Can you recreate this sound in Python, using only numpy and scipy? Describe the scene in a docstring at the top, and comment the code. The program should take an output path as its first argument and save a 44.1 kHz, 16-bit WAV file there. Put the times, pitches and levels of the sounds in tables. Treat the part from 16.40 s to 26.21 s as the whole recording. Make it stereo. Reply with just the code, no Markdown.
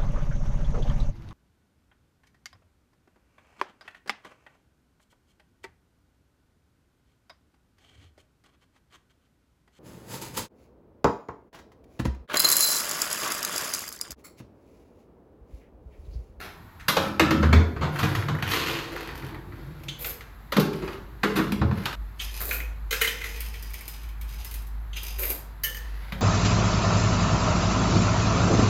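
"""A plastic feed barrel is knocked and lidded a few metres away in a brick store room: the wall clacks
and rings, the air inside booms. A scoop is put down; dry feed slides and ticks in a tipped container.
A measuring spoon digs in a small tub, scrapes and taps its wall, and is dropped back in.
Three spoonfuls hiss into a bowl. A low drone wavers underneath."""
import sys
import numpy as np
from scipy import signal
from scipy.fft import rfft, irfft, next_fast_len
from scipy.io import wavfile
from scipy.ndimage import uniform_filter1d, map_coordinates

SR = 44100
rng = np.random.default_rng(int(sys.argv[2]) if len(sys.argv) > 2 else 0)


def inscribe(sig):
    """Save sig as 16-bit PCM at rate SR to the path in sys.argv[1].

    A 1-D sig is mono; a 2-D sig holds one channel per row.
    Samples are clipped to [-1, 1] before scaling.
    """
    pcm = np.round(np.clip(np.atleast_2d(sig).T, -1, 1) * 32767)
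    wavfile.write(sys.argv[1], SR, pcm.astype(np.int16))


N = 432621

# friction on plastic: freq_hz, level_db
RUB_SPECTRUM = [(210, -12), (350, -6), (613, -9.5), (685, -8.5), (1240, -11), (1340, -4), (2390, -11.5),
                (4310, -17.5), (9000, -34), (11100, -22.5), (13600, -25), (16000, -37)]
# top treble of hard contacts: freq_hz, level_db
FIZZ_SPECTRUM = [(5000, 5.5), (8000, -6.5), (10500, -2), (13000, 4.5), (14500, 0), (16000, -27)]


def amp(db):
    """Decibels to gain."""
    return 10 ** (np.asarray(db) / 20)


def unit(x):
    """Scale to rms 1."""
    return x / np.sqrt(np.mean(x ** 2) + 1e-20)


def along(points, hz):
    """Interpolate (freq_hz, value) points on a log frequency axis."""
    knots_hz, values = np.transpose(points)
    return np.interp(np.log(hz + 1), np.log(knots_hz + 1), values)


def wobble(rate_hz):
    """Smooth random curve with rate_hz knots a second."""
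    knots = rng.standard_normal(int(N * rate_hz / SR) + 4)
    return map_coordinates(knots, [np.arange(N) * rate_hz / SR])


def filtered(x, response):
    """Apply a complex frequency response."""
    size = x.shape[-1]
    padded = next_fast_len(size + 8192)
    return irfft(rfft(x, padded) * response(np.fft.rfftfreq(padded, 1 / SR)), padded)[..., :size]


def causal(x, gain):
    """Minimum-phase filter from gains on an even frequency grid."""
    cepstrum = irfft(np.log(gain + 1e-6))
    half = len(cepstrum) // 2
    cepstrum[1:half] *= 2
    cepstrum[half + 1:] = 0
    return signal.oaconvolve(x, irfft(np.exp(rfft(cepstrum))))[:len(x)]


def coloured(x, spectrum, size=2048):
    """Shape x by a (freq_hz, level_db) spectrum."""
    return causal(x, amp(along(spectrum, np.fft.rfftfreq(size, 1 / SR))))


def resonate(x, modes):
    """Parallel (freq_hz, width_hz, level_db) resonators."""
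    return filtered(x, lambda f: sum(amp(db) * 1j * f * width / (hz * hz - f * f + 1j * f * width)
                                     for hz, width, db in modes))


def favour(hz, centre_hz, lift_db, octaves=0.3):
    """Boost in dB for modes near the struck spot's own pitch."""
    return lift_db * np.exp(-(np.log2(hz / centre_hz) / octaves) ** 2)


def swell(peak_s, db, rise_db_per_s, fall_db_per_s, hold_s=0, sag_db_per_s=0):
    """Envelope: builds until peak_s, sags while held, dies away."""
    age_s = np.arange(N) / SR - peak_s
    loss_db = (rise_db_per_s * np.maximum(-age_s, 0)
               + sag_db_per_s * np.clip(age_s, 0, hold_s)
               + fall_db_per_s * np.maximum(age_s - hold_s, 0))
    return amp(db - np.minimum(loss_db, 200))


def strokes(rows, rise_db_per_s, sag_db_per_s, fall_db_per_s):
    """Envelope of (start_s, length_s, level_db) movements of one shape."""
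    return sum(swell(start_s, db, rise_db_per_s, fall_db_per_s, length_s, sag_db_per_s)
               for start_s, length_s, db in rows)


def grains(rate_hz, spread_db):
    """Tiny impacts at random times, mostly small, a few large."""
    place, size, sign = rng.random((int(rate_hz * N / SR), 3)).T
    strength = amp(spread_db * np.minimum(-np.log(1 - size), 4)) * np.sign(sign - .5)
    return unit(np.bincount((place * N).astype(int), strength, N))


def burst(t60_s, chatter_db, chatter_t60_s, rise_s, size=8192):
    """Contact: a pitchless crack as surfaces meet, then weaker chatter of loose plastic."""
    t = np.arange(size) / SR
    onset = 1 - np.exp(-t / max(rise_s, 1e-4))
    decay = amp(-60 * t / t60_s) + amp(chatter_db - 60 * t / chatter_t60_s)
    crack = rng.standard_normal(size) * onset * decay
    power = np.abs(uniform_filter1d(np.abs(rfft(crack)) ** 2, size=21))
    return causal(crack, (power / power.mean() + 1e-3) ** -0.35)  # partial whitening


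def ring(modes, attack_s, scatter_db, detune=0.032, size=16384):
    """Damped modes, struck at a new spot each time."""
    t = np.arange(size) / SR
    tones = np.zeros(size)
    for hz, db, t60_s in modes:
        cycles = hz * (1 + detune * rng.normal()) * t + rng.random()
        tones += amp(db + scatter_db * rng.normal() - 60 * t / t60_s) * np.sin(2 * np.pi * cycles)
    return tones * (1 - np.exp(-t / attack_s))


def add(track, start_s, db, hit):
    """Mix in a hit, its first 1024 samples at rms level db."""
    start = round(start_s * SR)
    opening_rms = np.sqrt(np.mean(hit[:1024] ** 2))
    track[start:start + len(hit)] += (amp(db) * hit / opening_rms)[:N - start]


def diffuse(pair):
    """Room field from two unrelated signals: alike in the bass, unrelated above."""
    # left-right likeness: freq_hz, coherence
    likeness = [(60, 0.99), (130, 0.97), (290, 0.54), (600, 0), (8000, 0.043)]

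    def mid_side_gains(hz):
        angle = np.arccos(np.clip(along(likeness, hz), -1, 1)) / 2
        return np.array([np.cos(angle), np.sin(angle)])

    mid, side = filtered(pair, mid_side_gains)
    return np.array([mid + side, mid - side])


def even(tail):
    """Level a reverb tail's chance peaks so the walls add no note."""
    power = np.abs(rfft(tail[:4096])) ** 2
    near, broad = (np.abs(uniform_filter1d(power, size=bins)) + 1e-12 for bins in (9, 121))
    return causal(tail, np.sqrt(broad / near))


def in_room(x, wet_db, left_db, block=24576, overlap=1024):
    """Direct sound, left microphone first, plus wall reflections that vary as things move."""
    # room decay: freq_hz, t60_s
    decay = [(100, 0.67), (300, 0.87), (1000, 0.6), (2500, 0.43), (6000, 0.45), (14000, 0.25)]
    # reverb colour: freq_hz, level_db
    wet_spectrum = [(60, -18.5), (130, -5), (300, 1.5), (16000, 3)]
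    hz, t, noise = signal.stft(rng.standard_normal((2, 3 * SR)), SR, nperseg=256)
    length = SR * 2 // 3
    count = length // 128 + 2
    age_s = np.arange(length) / SR
    fade = amp(-60 * t[:count] / along(decay, hz)[:, None])
    early = (1 - np.exp(-age_s / 0.00029)) * (1 + 2.6 * np.exp(-age_s / 0.0055))  # near walls loudest
    window = np.sqrt(np.abs(signal.windows.tukey(block, 2 * overlap / block)))
    wet = np.zeros((2, N + block + length))
    for start in range(0, N, block - overlap):  # new tail per block
        piece = x[start:start + block] * window[:N - start]
        frames = noise[..., rng.integers(noise.shape[-1] - count):][..., :count]
        tail = signal.istft(frames * fade, SR, nperseg=256)[1][:, :length] * early
        tail = np.array([even(side) for side in tail])
        reverb = signal.fftconvolve(piece[None], tail / np.linalg.norm(tail[0]), axes=1)
        wet[:, start:start + reverb.shape[1]] += reverb
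    wet = filtered(diffuse(wet[:, :N]), lambda f: amp(along(wet_spectrum, f)))
    lag_s = 20 / SR
    right = filtered(x, lambda f: np.exp(-2j * np.pi * f * lag_s))
    return np.array([amp(left_db) * x, right]) + amp(wet_db) * wet


def background(drone_hz=52.0):
    """A distant, wavering drone over the still air of the room."""
    # drone envelope: time_s, level_db
    drone_levels = [(0, -73), (.95, -51), (5.529, -43.5), (5.6, -31.5), (5.78, -42), (5.87, -35),
                    (6.57, -35.5), (6.67, -42.5), (7.0, -33), (7.3, -36), (7.52, -46.5), (7.65, -34.5),
                    (8.0, -33.5), (8.08, -41), (8.18, -33), (8.4, -30.5), (8.55, -36.5), (8.8, -33.5),
                    (9.05, -43), (9.4, -36.5), (9.81, -34.5)]
    # room air: freq_hz, level_db
    air_spectrum = [(15, -57), (25, -6), (80, 2), (531, -20.5), (936, -11.5), (1840, -17), (2990, -29.5),
                    (4030, -27.5), (5570, -38.5), (7920, -37), (8590, -53), (11000, -31), (13600, -31),
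                    (16000, -42)]
    phase = 2 * np.pi * np.cumsum(drone_hz + 1.985 * wobble(20)) / SR
    envelope = amp(np.interp(np.arange(N) / SR, *np.transpose(drone_levels)))
    drone = envelope * unit(np.sin(phase) * amp(1.9 * wobble(13)))
    air = np.array([coloured(rng.standard_normal(N), air_spectrum) for _ in range(2)])
    return drone + amp(-47.5) * unit(diffuse(air))


def handling():
    """Plastic and clothing catch and slip; the jostled barrel rumbles."""
    # rubbing: start_s, length_s, level_db
    rubs = [(0.0, 0.027, -32.5), (.61, 0.051, -33), (.99, 0.069, -44), (1.56, 0.26, -34), (3.15, 0.54, -51),
            (4.36, 0.16, -41.5), (4.88, 0.19, -41.5), (5.37, 0.087, -39.5), (9.4, 0.4, -45)]
    # barrel jostled: start_s, length_s, level_db
    jostles = [(.85, 0.29, -24.5), (1.4, 0.6, -27.5), (2.0, 0.32, -35), (2.74, 0.25, -32.5),
               (3.1, 0.43, -36), (4.33, 0.075, -38.5), (4.99, 0.11, -24.5), (5.2, 0.16, -35)]
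    # barrel cavity: freq_hz, level_db
    cavity_spectrum = [(40, -36), (65, -18), (87, 4), (115, -5.5), (140, 12), (175, -2.5), (225, -11.5),
                       (330, -7), (430, -16), (600, -22), (900, -59)]
    rub = unit(coloured(grains(rate_hz=1500, spread_db=4.0) * amp(0.75 * wobble(30)), RUB_SPECTRUM))
    hollow = unit(coloured(grains(rate_hz=270, spread_db=4.5), cavity_spectrum))
    rubbing = strokes(rubs, rise_db_per_s=258, sag_db_per_s=8, fall_db_per_s=178)
    jostling = strokes(jostles, rise_db_per_s=296, sag_db_per_s=10.5, fall_db_per_s=145)
    return amp(-6.0) * rubbing * rub + amp(-5.0) * jostling * hollow


def bowl():
    """Fine granules rain in small clumps on the feed in the bowl."""
    # spoonfuls landing: start_s, length_s, level_db
    spoonfuls = [(3.592, 0.082, -37), (6.005, 0.14, -36), (8.787, 0.12, -33)]
    # granule hiss: freq_hz, level_db
    hiss_spectrum = [(150, -11), (250, -4.5), (380, -3.5), (484, -0.5), (816, -9), (1000, -9.5),
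                     (1790, -10.5), (2360, -7), (3120, -14.5), (4990, -10.5), (5540, -16.5), (6700, -12.5),
                     (8400, -13), (9330, -15), (13400, 4), (16000, -15.5)]
    shower = strokes(spoonfuls, rise_db_per_s=4000, sag_db_per_s=-1.5, fall_db_per_s=249)
    clumps = grains(rate_hz=3900, spread_db=5.5) * amp(2.5 * wobble(70))
    return shower * unit(coloured(clumps, hiss_spectrum))


def spoon_clicks():
    """Spoon and handles clink or knock, and a first pellet strikes the bowl; the contact spot sets the main
    resonance."""
    # light contacts: start_s, level_db, pitch_hz, width_hz, rise_s
    clicks = [(.394, -48, 1800, 1210, 0.016), (3.483, -35, 3300, 550, 0.0045),
              (3.645, -37, 2190, 2200, 0.0021), (3.807, -46.5, 2010, 1490, 0.0019),
              (5.794, -33, 3140, 450, 0.0098), (6.006, -41.5, 1290, 700, .0004),
              (6.110, -30.5, 2400, 380, 0.0008), (6.113, -36, 1480, 260, 0.00074),
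              (6.202, -39, 2240, 450, 0.00049), (8.529, -44, 3120, 400, 0.01),
              (8.557, -38.5, 3030, 700, 0.019), (8.788, -44, 1800, 2000, .0004),
              (8.833, -39, 2390, 1800, .0005)]
    tilt_hz_db = [(500, -6.0), (1300, 11.0), (6500, 2.5), (9000, -1.5)]
    out = np.zeros(N)
    for start_s, db, pitch_hz, width_hz, rise_s in clicks:
        contact = burst(t60_s=0.0079 + 4 * rise_s, chatter_db=-51, chatter_t60_s=0.12, rise_s=rise_s)
        click = resonate(contact, [(pitch_hz, width_hz, 0), (6100, 500, -12)])
        add(out, start_s, db, coloured(click, tilt_hz_db))
    return out


def dropped_spoon():
    """The spoon lands on one end, then the other, and clatters against the tub."""
    # bounces: start_s, level_db, pitch_hz
    bounces = [(9.235, -27, 12500), (9.243, -30, 3000), (9.256, -38.5, 1900), (9.295, -43, 3000),
               (9.345, -40, 1800), (9.368, -42, 1900)]
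    # spoon resonances: freq_hz, width_hz, level_db
    spoon_modes = [(488, 62, -0.5), (1540, 200, -16), (1807, 100, 5), (2160, 290, -3), (2995, 130, 4.5),
                   (4740, 1500, -9), (6100, 660, -6.5), (8300, 240, -4), (11700, 430, 1), (13300, 500, 1)]
    out = np.zeros(N)
    for start_s, db, pitch_hz in bounces:
        flex = 1 + 0.005 * rng.normal()
        modes = [(hz * flex, width_hz, mode_db + favour(hz, pitch_hz, lift_db=6.0))
                 for hz, width_hz, mode_db in spoon_modes]
        contact = burst(t60_s=0.015, chatter_db=-10, chatter_t60_s=0.09, rise_s=0.00074)
        add(out, start_s, db - 1.0, resonate(contact, modes))
    return out


def pellets():
    """Single pellets tumble in the container: a dry tick with a fizz of crumbs."""
    # pellet impacts: start_s, level_db, pitch_hz, fizz_offset_db
    tumbles = [(1.559, -33, 1800, -17), (1.823, -34.5, 1690, -26), (1.949, -36.5, 1900, -19),
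               (1.986, -36.5, 1900, -18), (2.076, -34, 3130, -8), (2.297, -32, 2860, -23),
               (2.36, -39, 3000, -23), (2.562, -34, 2020, -16), (2.69, -35.5, 1680, -29),
               (2.717, -43, 1400, -24), (2.754, -49, 1500, -0.5), (2.776, -47, 2200, -2),
               (2.823, -40, 1620, -20), (2.864, -48, 3780, -5), (2.89, -44, 1310, -17),
               (2.926, -47, 1400, -21), (2.945, -39.5, 1600, -21), (3.122, -45.5, 1700, -34),
               (3.179, -56, 1300, -28), (3.435, -53, 3500, 0)]
    # pellet tick: freq_hz, level_db
    tick_spectrum = [(300, -19), (900, 9), (1900, -3.5), (3000, -6), (4800, -9), (6000, -30), (9000, -47)]
    out = np.zeros(N)
    for start_s, db, pitch_hz, fizz_offset_db in tumbles:
        contact = burst(t60_s=0.015, chatter_db=-32, chatter_t60_s=0.064, rise_s=0.0008)
        spectrum = [(hz, band_db + favour(hz, pitch_hz, lift_db=17.5)) for hz, band_db in tick_spectrum]
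        add(out, start_s, db - 4.5, coloured(contact, spectrum))
        add(out, start_s, db + fizz_offset_db, coloured(contact, FIZZ_SPECTRUM))
    return out


def sliding_feed():
    """Dry grains surge over plastic, hissing at full flow, thinning to single ticks."""
    # tips of the container: peak_s, level_db, fall_db_per_s
    pours = [(2.113, -25.5, 54), (2.298, -35.5, 148), (2.365, -44, 147), (2.585, -42, 95)]
    # sliding grains: freq_hz, level_db
    slide_spectrum = [(130, -31), (220, -7), (351, -5.5), (450, -1.5), (560, -13), (772, -19.5),
                      (1050, -3.5), (1800, -6.5), (3070, -6.5), (4400, -11.5), (5550, -21.5), (6300, -18.5),
                      (7500, -24.5), (9340, -36), (13600, -25), (16000, -52)]
    # hollow notes of the container: freq_hz, width_hz, level_db
    container_modes = [(331, 45, 2), (442, 47, 0.5)]
    flow = sum(swell(peak_s, db, rise_db_per_s=234, fall_db_per_s=fall) for peak_s, db, fall in pours)
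    fullness = flow / flow.max()
    slide = unit(coloured(grains(rate_hz=1300, spread_db=5.5) * amp(0.8 * wobble(60)), slide_spectrum))
    spray = unit(coloured(grains(rate_hz=3000, spread_db=2.5), FIZZ_SPECTRUM))
    crumbs = unit(coloured(grains(rate_hz=170, spread_db=7.0), RUB_SPECTRUM))
    hollow = unit(resonate(grains(rate_hz=440, spread_db=4), container_modes))
    trickle = swell(2.46, -47.5, rise_db_per_s=112, fall_db_per_s=117, hold_s=0.42, sag_db_per_s=19)
    drumming = swell(2.295, -45.5, rise_db_per_s=60, fall_db_per_s=162, hold_s=0.36)
    stream = flow * (amp(-3.5) * slide + amp(-8) * fullness * spray)
    return stream + trickle * crumbs + drumming * hollow


def spoon_in_tub():
    """The spoon crunches through clumped granules, scrapes and taps the tub's ringing wall."""
    # digging: start_s, length_s, level_db
    digs = [(5.81, 0.038, -43), (5.935, 0.025, -42), (6.53, 0.19, -47), (6.85, 0.78, -51),
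            (7.9, 0.28, -52.5), (8.57, 0.018, -47), (8.632, 0.11, -45)]
    # crushed granules: freq_hz, level_db
    crunch_spectrum = [(210, -51), (350, -5), (459, -6), (584, -10), (914, -1.5), (990, -10), (1900, -8),
                       (2500, 2), (3390, -4.5), (4450, -6.5), (5060, 3), (5570, -11), (6030, -1.5),
                       (7670, -14), (13600, -2), (16000, -27)]
    # tub resonances: freq_hz, width_hz, level_db
    tub_modes = [(466, 38, 2.5), (1580, 250, -9.5), (1995, 130, -0.5), (2420, 380, -4.5), (3056, 96, -4.5),
                 (3730, 860, -20), (5020, 76, -5.5), (5940, 120, -10), (8000, 150, -17), (11300, 120, -5.5),
                 (13100, 710, -12)]
    # spoon rim along the wall: start_s, length_s, level_db, pitch_hz
    scrapes = [(6.66, 0.29, -40.5, 2000), (6.955, .07, -43, 2490), (7.23, .27, -57, 2600),
               (7.82, 0.39, -57, 2600)]
    # spoon striking the wall: start_s, tick_db, ring_db, pitch_hz
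    taps = [(6.508, -16, -19, 3750), (6.526, -28, -16.5, 1370), (6.612, -15, -13.5, 1900),
            (6.616, -7, -18, 3180), (6.644, -17, -17, 1900), (6.6732, -16, -18, 3100),
            (6.813, -37, -27, 1900), (6.839, -26, -24, 1950), (7.0048, -17.5, -35, 2450),
            (7.139, -47, -33.5, 2580), (7.225, -27, -37, 5200), (7.304, -33, -44, 2600),
            (7.34, -25, -35, 2570), (7.408, -27.5, -39, 2580), (7.4788, -19, -38, 5100),
            (7.632, -36, -42.5, 2660), (7.687, -36, -45, 2600), (7.812, -27.5, -41, 2700),
            (7.89, -31.5, -51, 2600), (7.942, -32, -46, 2600), (8.046, -21, -38, 5060),
            (8.111, -24, -46, 2600), (8.14, -21.5, -43, 2660), (8.22, -34.5, -67, 2600),
            (8.269, -35, -63, 5100), (8.631, -22, -47, 5100)]
    # contact tick: freq_hz, level_db
    tick_spectrum = [(1000, -11.5), (3000, -6), (6500, -10), (7600, -8), (9500, -6), (11500, -2.5),
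                     (13500, 3), (14700, -6), (16000, -9)]
    crush = grains(rate_hz=410, spread_db=4.5) * amp(1.8 * wobble(60))
    digging = strokes(digs, rise_db_per_s=610, sag_db_per_s=10.0, fall_db_per_s=300)
    out = amp(2.5) * digging * unit(coloured(crush, crunch_spectrum))
    for start_s, length_s, db, pitch_hz in scrapes:
        stroke = swell(start_s, db, rise_db_per_s=300, fall_db_per_s=260,
                       hold_s=length_s, sag_db_per_s=20)
        wall = [(hz, width_hz, mode_db + favour(hz, pitch_hz, lift_db=6.0))
                for hz, width_hz, mode_db in tub_modes]
        out += amp(-4.0) * stroke * unit(resonate(grains(rate_hz=400, spread_db=3.5), wall))
    for start_s, tick_db, ring_db, pitch_hz in taps:
        flex = 1 + 0.021 * rng.normal()  # soft wall bends under the spoon
        wall = [(hz * flex, width_hz, mode_db + favour(hz, pitch_hz, lift_db=15.5))
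                for hz, width_hz, mode_db in tub_modes]
        tick = burst(t60_s=0.015, chatter_db=-19.5, chatter_t60_s=0.1, rise_s=0.00069)
        strike = burst(t60_s=0.021, chatter_db=-13.5, chatter_t60_s=0.16, rise_s=0.0014)
        add(out, start_s, tick_db - 21.0, coloured(tick, tick_spectrum))
        add(out, start_s, ring_db - 11.5, resonate(strike, wall))
    return out


def lid(boom_hz=81):
    """The lid goes down on a cushion of air, which booms at the barrel's lowest note."""
    phase = 2 * np.pi * np.cumsum(boom_hz + 3 * wobble(13.2)) / SR
    press = swell(peak_s=1.18, db=-10.5, rise_db_per_s=101, fall_db_per_s=280)
    return press * unit(np.sin(phase))


def barrel():
    """Each blow clacks and snaps, brighter when harder, rings the wall and pumps the air inside."""
    # blows on barrel and lid:
    # start_s, level_db, clack_hz, hardness_db, wall_db, wall_hz, t60_ratio, boom_db, rise_s
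    knocks = [(.481, -21.5, 1500, 20.5, -30, 580, 1, -58, 0.0062),
              (0.5658, -18.5, 786, 5, -23.5, 550, 1.1, -38, 0.0025),
              (.796, -15.5, 2640, 6.5, -15.5, 305, 1, -34, 0.00031),
              (.907, -22.5, 1890, 6.5, -20.5, 231, 1.1, -42, 0.0015),
              (1.026, -23, 1490, -10, -20.5, 242, .6, -24, 0.0058),
              (1.127, -18.5, 2570, -0.5, -17.5, 252, 0.56, -22.5, 0.0021),
              (1.361, -36, 1300, -26, -46, 150, 0.88, -30, 0.0054),
              (1.408, -27.5, 1020, -6, -25.5, 136, 0.71, -23.5, 0.028),
              (1.586, -27, 1200, 12, -34, 327, 1.2, -34.5, .0088),
              (1.628, -25, 1210, 8, -27.5, 135, 0.91, -25, 0.0084),
              (1.749, -30, 1210, 12, -42, 135, 1, -35, 0.0029),
              (1.883, -28, 1030, 0.5, -33.5, 140, 1.4, -37, .0035),
              (2.024, -28.5, 1910, 8, -39, 136, 1, -32.5, 0.0004),
              (4.12, -27.5, 1600, 11.5, -38, 540, 0.88, -62, 0.0046),
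              (4.165, -23, 1100, 9, -19.5, 179, 0.8, -55, 0.003),
              (4.176, -36.5, 560, 2, -23, 544, .7, -62, 0.0018),
              (4.196, -35, 5000, 25.5, -24, 418, 0.6, -61, .004),
              (4.33, -43.5, 2600, 15, -39, 170, .7, -54, .0022),
              (4.422, -36, 1190, -11, -30.5, 365, 0.58, -56, 0.0022),
              (4.475, -33.5, 1490, -8, -44, 398, .7, -42, 0.0022),
              (4.528, -43, 1694, 5, -57, 300, 0.89, -48, .0015),
              (4.832, -21, 1820, 2.5, -23, 403, 0.84, -58, 0.0043),
              (4.955, -29.5, 1600, 17, -28, 358, .7, -53, .017),
              (4.983, -25, 1360, -32, -22, 252, 0.84, -41, 0.0085),
              (5.12, -35, 3000, 18, -27, 224, 0.84, -40, .00041),
              (5.213, -27, 820, -36, -20.5, 136, 0.85, -17.5, 0.0044),
              (5.311, -34, 1100, -25, -26, 181, 0.54, -34.5, .0024),
              (5.4552, -27.5, 1700, 13, -57, 160, 0.95, -54, 0.00065),
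              (5.526, -38, 1600, 12, -52, 200, 0.92, -62, 0.0027),
              (9.721, -37.5, 2050, 12.5, -32.5, 192, 1.3, -42, 0.0011)]
    # panel clack: freq_hz, level_db
    clack_spectrum = [(150, -15), (380, -3), (540, 2), (800, 2), (1100, 4.5), (1600, 0.5), (2300, -5),
                      (3200, -14), (5000, -15), (9000, -78)]
    # contact snap: freq_hz, level_db
    snap_spectrum = [(800, -30), (2000, 3.5), (2400, 5), (3700, 5), (4600, -2.5), (5600, -10), (6300, -7),
                     (8000, -14), (11000, -67)]
    # barrel wall: freq_hz, level_db, t60_s
    wall_modes = [(132.2, -1.5, .22), (160, -3, 0.33), (201.7, 3.5, 0.22), (249.2, 2, 0.13),
                  (304.3, -1.5, 0.15), (333.3, -1.5, .15), (383, -2.5, .17), (419, -4, 0.18),
                  (464, 0.5, 0.11), (546, -1.5, 0.11)]
    # enclosed air and lid: freq_hz, level_db, t60_s
    air_modes = [(81.6, -4, 0.43), (100.2, -6, 0.44), (120.7, -6.5, 0.38)]
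    out = np.zeros(N)
    for start_s, db, clack_hz, hardness_db, wall_db, wall_hz, t60_ratio, boom_db, rise_s in knocks:
        contact_s = 0.016 + 5 * rise_s  # soft, glancing blows touch longer
        panel = [(hz, band_db + favour(hz, clack_hz, lift_db=7.5, octaves=0.66))
                 for hz, band_db in clack_spectrum]
        wall = [(hz, mode_db + favour(hz, wall_hz, lift_db=10.5), t60_s * t60_ratio)
                for hz, mode_db, t60_s in wall_modes]
        clack = burst(contact_s, chatter_db=-42, chatter_t60_s=0.14, rise_s=rise_s)
        snap = burst(contact_s, chatter_db=-55, chatter_t60_s=0.095, rise_s=rise_s)
        fizz = burst(contact_s, chatter_db=-44, chatter_t60_s=0.056, rise_s=rise_s)
        add(out, start_s, db - 3.0, coloured(clack, panel))
        add(out, start_s, db - 11.5 + 0.31 * hardness_db, coloured(snap, snap_spectrum))
        add(out, start_s, db - 23.5 + hardness_db, coloured(fizz, FIZZ_SPECTRUM))
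        add(out, start_s, wall_db - 2.0, ring(wall, attack_s=0.0062, scatter_db=1.0, detune=0.02))
        add(out, start_s, boom_db - 0.6, ring(air_modes, attack_s=0.01, scatter_db=3.0))
    return out


def scene():
    """Barrel, tub and bowl share one spot; the reverb stops dead once, before the digging."""
    work = (barrel() + lid() + handling() + sliding_feed() + pellets()
            + spoon_in_tub() + spoon_clicks() + dropped_spoon() + bowl())
    break_s = 5.555
    before = np.arange(N) < break_s * SR
    room = sum(gate * in_room(gate * work, wet_db=1.5, left_db=-2.5) for gate in (before, ~before))
    return room + background()


def record(dry):
    """Unequal microphones; stereo widened near 10 kHz, narrowed above; peaks rounded; band-limited."""
    # microphone imbalance: freq_hz, left_minus_right_db
    imbalance = [(60, -4.5), (130, -2), (250, -1.5), (1500, 0.5), (4000, 3.5), (8000, 1)]
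    side_hz_db = [(7000, -1), (8500, 6.5), (10000, 10.0), (11500, -23.5)]
    ceiling, top_hz = 0.92, 16000
    left, right = filtered(dry, lambda hz: amp(np.outer([.5, -.5], along(imbalance, hz))))
    mid = (left + right) / 2
    side = filtered((left - right) / 2, lambda hz: amp(along(side_hz_db, hz)))
    pair = np.array([mid + side, mid - side])
    rounded = pair / (1 + np.abs(pair / ceiling) ** 8) ** (1 / 8)
    return filtered(rounded, lambda hz: hz < top_hz)


dry = scene()
out = record(dry)
inscribe(out)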